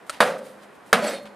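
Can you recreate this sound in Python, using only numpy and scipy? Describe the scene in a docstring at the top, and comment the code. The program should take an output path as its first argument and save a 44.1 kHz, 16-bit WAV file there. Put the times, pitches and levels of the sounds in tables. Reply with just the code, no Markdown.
"""Hammering a metal casing outdoors

On stony ground, a little right of the microphone, a light clack leads into two blows of a long-handled
hammer on a sheet-metal appliance casing. Each is a crack, a crash of buckling panels and a hollow ring,
scattered back by the rocky slope; the box then rocks and booms. After the second blow metal scrapes and
squeals on metal. Wider in the stereo image, gravel shifts underfoot over a faint outdoor rush."""
import sys
import numpy as np
from scipy import signal
from scipy.io import wavfile

SR = 44100
rng = np.random.default_rng(int(sys.argv[2]) if len(sys.argv) > 2 else 0)


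def put_to_file(sound):
    """Save the sound as 16-bit audio at rate SR, in the file named by the first command-line argument."""
    columns = np.atleast_2d(sound).T  # one column per channel
    safe = np.clip(columns, -1, 1)
    whole_steps = np.round(safe * 32767)
    wavfile.write(sys.argv[1], SR, whole_steps.astype(np.int16))


N = 59535
TIME = np.arange(N) / SR
BAND_EDGES_HZ = 25 * 2 ** (np.arange(29) / 3)

# stereo width at the microphone: (frequency [Hz], side of the casing [dB], side of air and ground [dB])
STEREO_WIDTH = [(60, -18, -13), (150, -37, -10), (500, -16, -4.5), (1200, -21.5, -9.5), (4000, -22, -9.5),
                (9500, -7.5, -10)]
# outdoor rush: (frequency [Hz], spectral density [dB])
AIR_SPECTRUM = [(25, -35), (60, -14.5), (120, -7), (220, 1), (550, 2.5), (1000, 0), (1700, -4),
                (3000, -15.5), (6000, -26), (10000, -25), (15000, -40)]
# grinding stones: (frequency [Hz], spectral density [dB])
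GRAVEL_SPECTRUM = [(200, -29), (900, 1), (2000, 2), (4000, 0), (6300, -8), (9500, -3), (15000, -21)]
# gravel shifting underfoot: (peak time [s], level [dB], rise [s], t60 [s], brightness [dB/octave])
GRAVEL_SCUFFS = [(.068, -55.5, 0.004, 0.36, 4), (0.131, -40.5, 0.011, 0.35, -3),
                 (.385, -48.5, 0.0037, 0.072, 4), (0.456, -52, 0.027, 0.5, 2.5),
                 (.635, -51, .025, 0.13, -1.5), (.755, -61, 0.017, 0.086, 4), (.868, -58.5, 0.012, 1, 3.5),
                 (1.232, -58.5, 0.012, 0.17, 6), (1.256, -41.5, 0.0035, 0.18, -5)]
# resonances of the light clack: (frequency [Hz], width [Hz], gain [dB])
CLACK_RESONANCES = [(210, 28, 2.5), (608, 76, 3), (1330, 150, 5), (2760, 1200, -6.5), (4180, 870, -4),
                    (8780, 1070, -4.5)]
# pressure of metal sliding on metal: (time [s], level [dB])
SCRAPE_PRESSURE = [(.99, -73), (1.02, -37), (1.05, -27.5), (1.10, -29.5), (1.125, -32.5), (1.155, -37),
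                   (1.19, -43), (1.23, -57.5)]
# hiss of the scrape: (frequency [Hz], spectral density [dB])
SCRAPE_SPECTRUM = [(100, -28), (220, 5.5), (330, 9.5), (600, 13), (1000, 2), (1600, 6.5), (3000, -6),
                   (4500, -6), (6800, -15.5), (9500, -10.5), (15000, -28)]
# squeals where the metal catches: (peak time [s], frequency [Hz], level [dB], t60 [s])
SCRAPE_SQUEALS = [(1.025, 7620, -47, .09), (1.079, 7720, -33, .1), (1.14, 7830, -47, .09),
                  (1.025, 4450, -44, .2), (1.075, 4410, -38, .16), (1.088, 5930, -46, .18),
                  (1.075, 3660, -44, .26), (1.163, 3670, -46, .19), (1.14, 4280, -48, .42),
                  (1.077, 9220, -42, .12), (1.143, 9580, -47, .11), (1.045, 9780, -44, .07),
                  (1.095, 5050, -44, .11), (1.10, 11900, -49, .09), (1.045, 6340, -47, .12),
                  (1.045, 2230, -43, .3)]
# panels booming as the box rocks: (time [s], level [dB], settled frequency [Hz], t60 [s])
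PANEL_BOOMS = [(.289, -27, 519, 0.67), (.31, -37, 202.8, 0.87), (.96, -27, 221, 0.34),
               (1.015, -26, 570.6, 0.51), (1.03, -29.5, 212.6, 0.34), (1.058, -22.5, 597, 0.15),
               (1.06, -28.5, 461.5, 0.34), (1.132, -27.5, 524.3, 0.26), (1.20, -38, 561.8, 0.62),
               (1.225, -41.5, 203.2, 0.48)]
# ringing modes of the casing: (frequency [Hz], first blow [dB], second blow [dB], t60 [s])
CASING_MODES = [(181.5, -14, -10.5, 0.66), (205.8, -15, -12, 1), (218.7, -6, -9, 0.3),
                (453, -3.5, 5.5, 0.15), (495, 0, -19, 0.51), (514, -6, -14, 0.43), (540, -3.5, -11.5, 0.46),
                (587.4, 2.5, -14, 0.35), (662, 7, 2, 0.12), (748.5, -16, 0.5, 0.23), (957, 9, -1.5, 0.078),
                (1005, -6.5, -9, 0.31), (1190, -3, -16, 0.068), (1248, 1.5, -0.5, 0.21),
                (1415, 7, 4.5, 0.11), (1573, -6, -5, 0.14), (1659, 6, 0.5, 0.14), (2092, -7, -1, 0.11),
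                (2229, -6, -5, 0.17), (2265, -22, 0.5, 0.053), (2650, -28, -17, 0.3)]
# the panels' dense modes and their echo off the slope:
# (frequency [Hz], crash density [dB], crash t60 [s], echo density [dB], echo t60 [s])
PANEL_SPECTRUM = [(50.6, -44, 0.1, -48, 0.43), (106, -45, 0.11, -16.5, 0.66), (215, -10.5, 0.36, -2, 0.78),
                  (365, -27.5, 0.23, -15.5, 0.76), (511, 5, 0.098, 5, 0.69), (814, -11.5, .13, -3.5, 0.42),
                  (1440, 3.5, 0.14, -4, 0.4), (2310, -6.5, 0.17, -11, 0.34),
                  (3800, -5.5, 0.12, -18.5, 0.42), (6800, -21.5, 0.15, -26, 0.36),
                  (9040, -13.5, 0.13, -24, 0.33), (14600, -28, 0.075, -39, 0.36)]
# modes of the dented spot: (frequency [Hz], level [dB], t60 [s])
DENT_MODES = [(580, -13, 0.016), (1364, -1.5, 0.0096), (1620, -8.5, 0.012), (3330, -11, 0.0047)]
# hard contacts of hammer, casing and ground: (time [s], dent gain [dB], pitch [ratio], click gain [dB])
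CONTACTS = [(0.2045, 0.5, 0.96, -21), (0.2078, -3, 0.93, -21), (0.2089, 0, 0.926, -20),
            (0.2142, -7, 0.61, -22), (0.2269, -1.5, 0.51, -22), (.2298, -7, 0.834, -19),
            (0.2365, -15, 0.74, -16), (.9299, 3.5, 1.06, 1), (0.9316, -4.5, 1.18, -3.5),
            (0.9367, -6, 0.64, -12)]
# hammer blows: (time [s], crash level [dB], brightness [dB/octave], ring level [dB], echo level [dB])
HAMMER_BLOWS = [(0.2042, -13, -0.5, -22, -23.5), (0.9288, -11.5, -1, -21.5, -24.5)]


def from_db(db):
    """Decibels to gain."""
    return 10 ** (np.asarray(db) / 20)


def unit_rms(x):
    """Scale to unit rms."""
    return x / np.sqrt(np.mean(x ** 2) + 1e-20)


def at_hz(table, hz, column=1):
    """Read a column on a log-frequency axis."""
    table = np.array(table)
    return np.interp(np.log(hz), np.log(table[:, 0]), table[:, column])


def decay(start, t60):
    """Silence until the start, then an exponential fall."""
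    return (TIME >= start) * np.exp(-np.log(1000) * np.maximum(TIME - start, 0) / t60)


def swell(peak, rise, t60):
    """An exponential rise up to the peak time, then a fall."""
    return np.exp(np.minimum(TIME - peak, 0) / rise) * (TIME < peak) + decay(peak, t60)


def ring(start, hz, t60):
    """One struck mode."""
    return decay(start, t60) * np.sin(2 * np.pi * hz * (TIME - start))


def resonate(x, hz, width_hz):
    """A resonance with unit gain at its peak."""
    radius = np.exp(-np.pi * width_hz / SR)
    gain = (1 - radius ** 2) / 2
    return signal.lfilter([gain, 0, -gain], [1, -2 * radius * np.cos(2 * np.pi * hz / SR), radius ** 2], x)


def grains(per_s):
    """Random clicks of uneven size."""
    clicks = (rng.random(N) < per_s / SR) * rng.choice([-1, 1], N)
    return clicks * from_db(1.5 * np.minimum(rng.exponential(1, N), 4)) + 1e-18


def bands(table, tilt_db=0, column=1, per_s=None, wide=False):
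    """Stereo third-octave bands of noise or grains as (Hz, sound), together near unit rms."""
    centres = np.sqrt(BAND_EDGES_HZ[1:] * BAND_EDGES_HZ[:-1])
    gains = from_db(at_hz(table, centres, column) + tilt_db * np.log2(centres)) * np.sqrt(centres)
    gains /= np.linalg.norm(gains)
    widths = from_db(at_hz(STEREO_WIDTH, centres, column=2 if wide else 1))
    if per_s is None:
        sources = rng.standard_normal((2, 2, N))
    else:
        sources = [[grains(per_s), grains(per_s)] for _ in range(2)]
    for k, hz in enumerate(centres):
        bandpass = signal.butter(2, BAND_EDGES_HZ[k:k + 2], "band", fs=SR, output="sos")
        mid, side = signal.sosfilt(bandpass, sources[k % 2])  # neighbouring bands stay independent
        yield hz, gains[k] * (unit_rms(mid) + widths[k] * unit_rms(side) * [[1], [-1]])


def outdoor_rush():
    """Faint, steady air all around the microphone."""
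    return from_db(-48.5) * sum(band for _, band in bands(AIR_SPECTRUM, wide=True))


def gravel():
    """Small stones grind underfoot in short swells."""
    out = 0
    for peak, db, rise, t60, tilt_db in GRAVEL_SCUFFS:
        grit = sum(band for _, band in bands(GRAVEL_SPECTRUM, tilt_db, per_s=2200, wide=True))
        out += from_db(db) * swell(peak, rise, t60) * grit
    return out


def ground_thuds():
    """The ground takes each blow with a faint thud."""
    return from_db(-40) * sum(ring(start, hz=77, t60=0.039) for start, *_ in HAMMER_BLOWS)


def clack():
    """A short hard rattle in a few broad resonances, ahead of the first blow."""
    rattle = grains(per_s=6900)
    body = sum((-1) ** k * from_db(db) * resonate(rattle, hz, width)
               for k, (hz, width, db) in enumerate(CLACK_RESONANCES))
    return from_db(-23) * decay(start=0.0958, t60=0.056) * unit_rms(body)


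def jingle(slips, range_hz=(1992, 10220)):
    """Slips ring many close, high modes in the sheet's thin edges."""
    modes_hz = np.geomspace(*range_hz, 48) * rng.uniform(0.98, 1.02, size=48)
    gains = from_db(at_hz(SCRAPE_SPECTRUM, modes_hz)) * np.sqrt(modes_hz)
    return unit_rms(sum(rng.choice([-1, 1]) * gain * resonate(slips, hz, width_hz=34)
                        for hz, gain in zip(modes_hz, gains)))


def squeal(hz, width_hz=64):
    """Catching metal sings a wavering tone: narrow noise with its level evened out."""
    tone = resonate(resonate(rng.standard_normal(N), hz, width_hz), hz, width_hz)
    envelope = np.abs(signal.hilbert(tone))
    return unit_rms(tone / (envelope + 0.5 * tone.std()))


def scrape():
    """Metal slips on metal in dense jerks and catches in brief squeals that ring on."""
    pressure = from_db(np.interp(TIME, *np.transpose(SCRAPE_PRESSURE), left=-120, right=-120))
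    squeals = sum(from_db(db) * swell(peak, rise=0.0069, t60=t60) * squeal(hz)
                  for peak, hz, db, t60 in SCRAPE_SQUEALS)
    edges = from_db(-9) * pressure.std() * jingle(pressure * grains(per_s=500))
    hiss = pressure * sum(band for _, band in bands(SCRAPE_SPECTRUM, per_s=1800))
    return hiss + edges + squeals


def rocking_booms(rise_s=0.0033, sharp_share=0.0723, settle_s=0.046):
    """As the box rocks, its large panels flex and sound hollow tones that start sharp and settle."""
    out = 0
    for start, db, hz, t60 in PANEL_BOOMS:
        age = np.maximum(TIME - start, 0)
        cycles = hz * (age + sharp_share * settle_s * (1 - np.exp(-age / settle_s)))
        envelope = (1 - np.exp(-age / rise_s)) * decay(start, t60)
        out += from_db(db) * envelope * np.sin(2 * np.pi * cycles)
    return out


def slope_echo(rise_s=0.021, fall_after_s=0.065):
    """From farther off, the rocky slope scatters each crash back as a duller, longer tail."""
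    out = 0
    for start, _, tilt_db, _, echo_db in HAMMER_BLOWS:
        fall_start = start + fall_after_s
        onset = np.clip((TIME - start) / rise_s, 0, 1) * (TIME < fall_start)
        for hz, band in bands(PANEL_SPECTRUM, tilt_db, column=3):
            tail = decay(fall_start, t60=at_hz(PANEL_SPECTRUM, hz, column=4))
            out += from_db(echo_db) * (onset + tail) * band
    return out


def casing_ring():
    """Each blow rings the same hollow modes, weighted by where it lands."""
    out = 0
    for blow, (start, _, _, ring_db, _) in enumerate(HAMMER_BLOWS):
        for hz, *levels_db, t60 in CASING_MODES:
            out += rng.choice([-1, 1]) * from_db(ring_db + levels_db[blow]) * ring(start, hz, t60)
    return out


def panel_crashes():
    """The panels buckle under the hammer; their dense modes flare and die quickly."""
    out = 0
    for start, crash_db, tilt_db, _, _ in HAMMER_BLOWS:
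        for hz, band in bands(PANEL_SPECTRUM, tilt_db):
            out += from_db(crash_db) * decay(start, t60=at_hz(PANEL_SPECTRUM, hz, column=2)) * band
    return out


def contact_cracks():
    """Each hard contact gives a sharp click and a few cycles of the dented spot."""
    out = 0
    for start, dent_db, pitch, click_db in CONTACTS:
        dent = sum(from_db(db) * ring(start, hz * pitch, t60) for hz, db, t60 in DENT_MODES)
        click = decay(start, t60=0.0072) * resonate(rng.standard_normal(N), hz=3550, width_hz=2500)
        out += from_db(click_db) * click - from_db(dent_db) * resonate(dent, hz=1260, width_hz=2640)
    return out


def scene(low_cut_hz=157, pan_db=0.5):
    """Air, ground and metal as they reach the microphone, a little right of centre."""
    background = outdoor_rush() + gravel() + ground_thuds()
    blows = slope_echo() + casing_ring() + panel_crashes() + contact_cracks()
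    metal = clack() + scrape() + rocking_booms() + blows
    low_cut = signal.butter(2, low_cut_hz, "high", fs=SR, output="sos")  # a small box has little bass
    return (background + signal.sosfilt(low_cut, metal)) * from_db([[-pan_db], [pan_db]])


def record(dry, stopband_hz=16300):
    """The loudest peaks overload at full scale; the highest treble is cut."""
    flattened = dry / (1 + dry ** 10) ** (1 / 10)
    return signal.sosfilt(signal.cheby2(12, 60, stopband_hz, fs=SR, output="sos"), flattened)


dry = scene()
out = record(dry)
put_to_file(out)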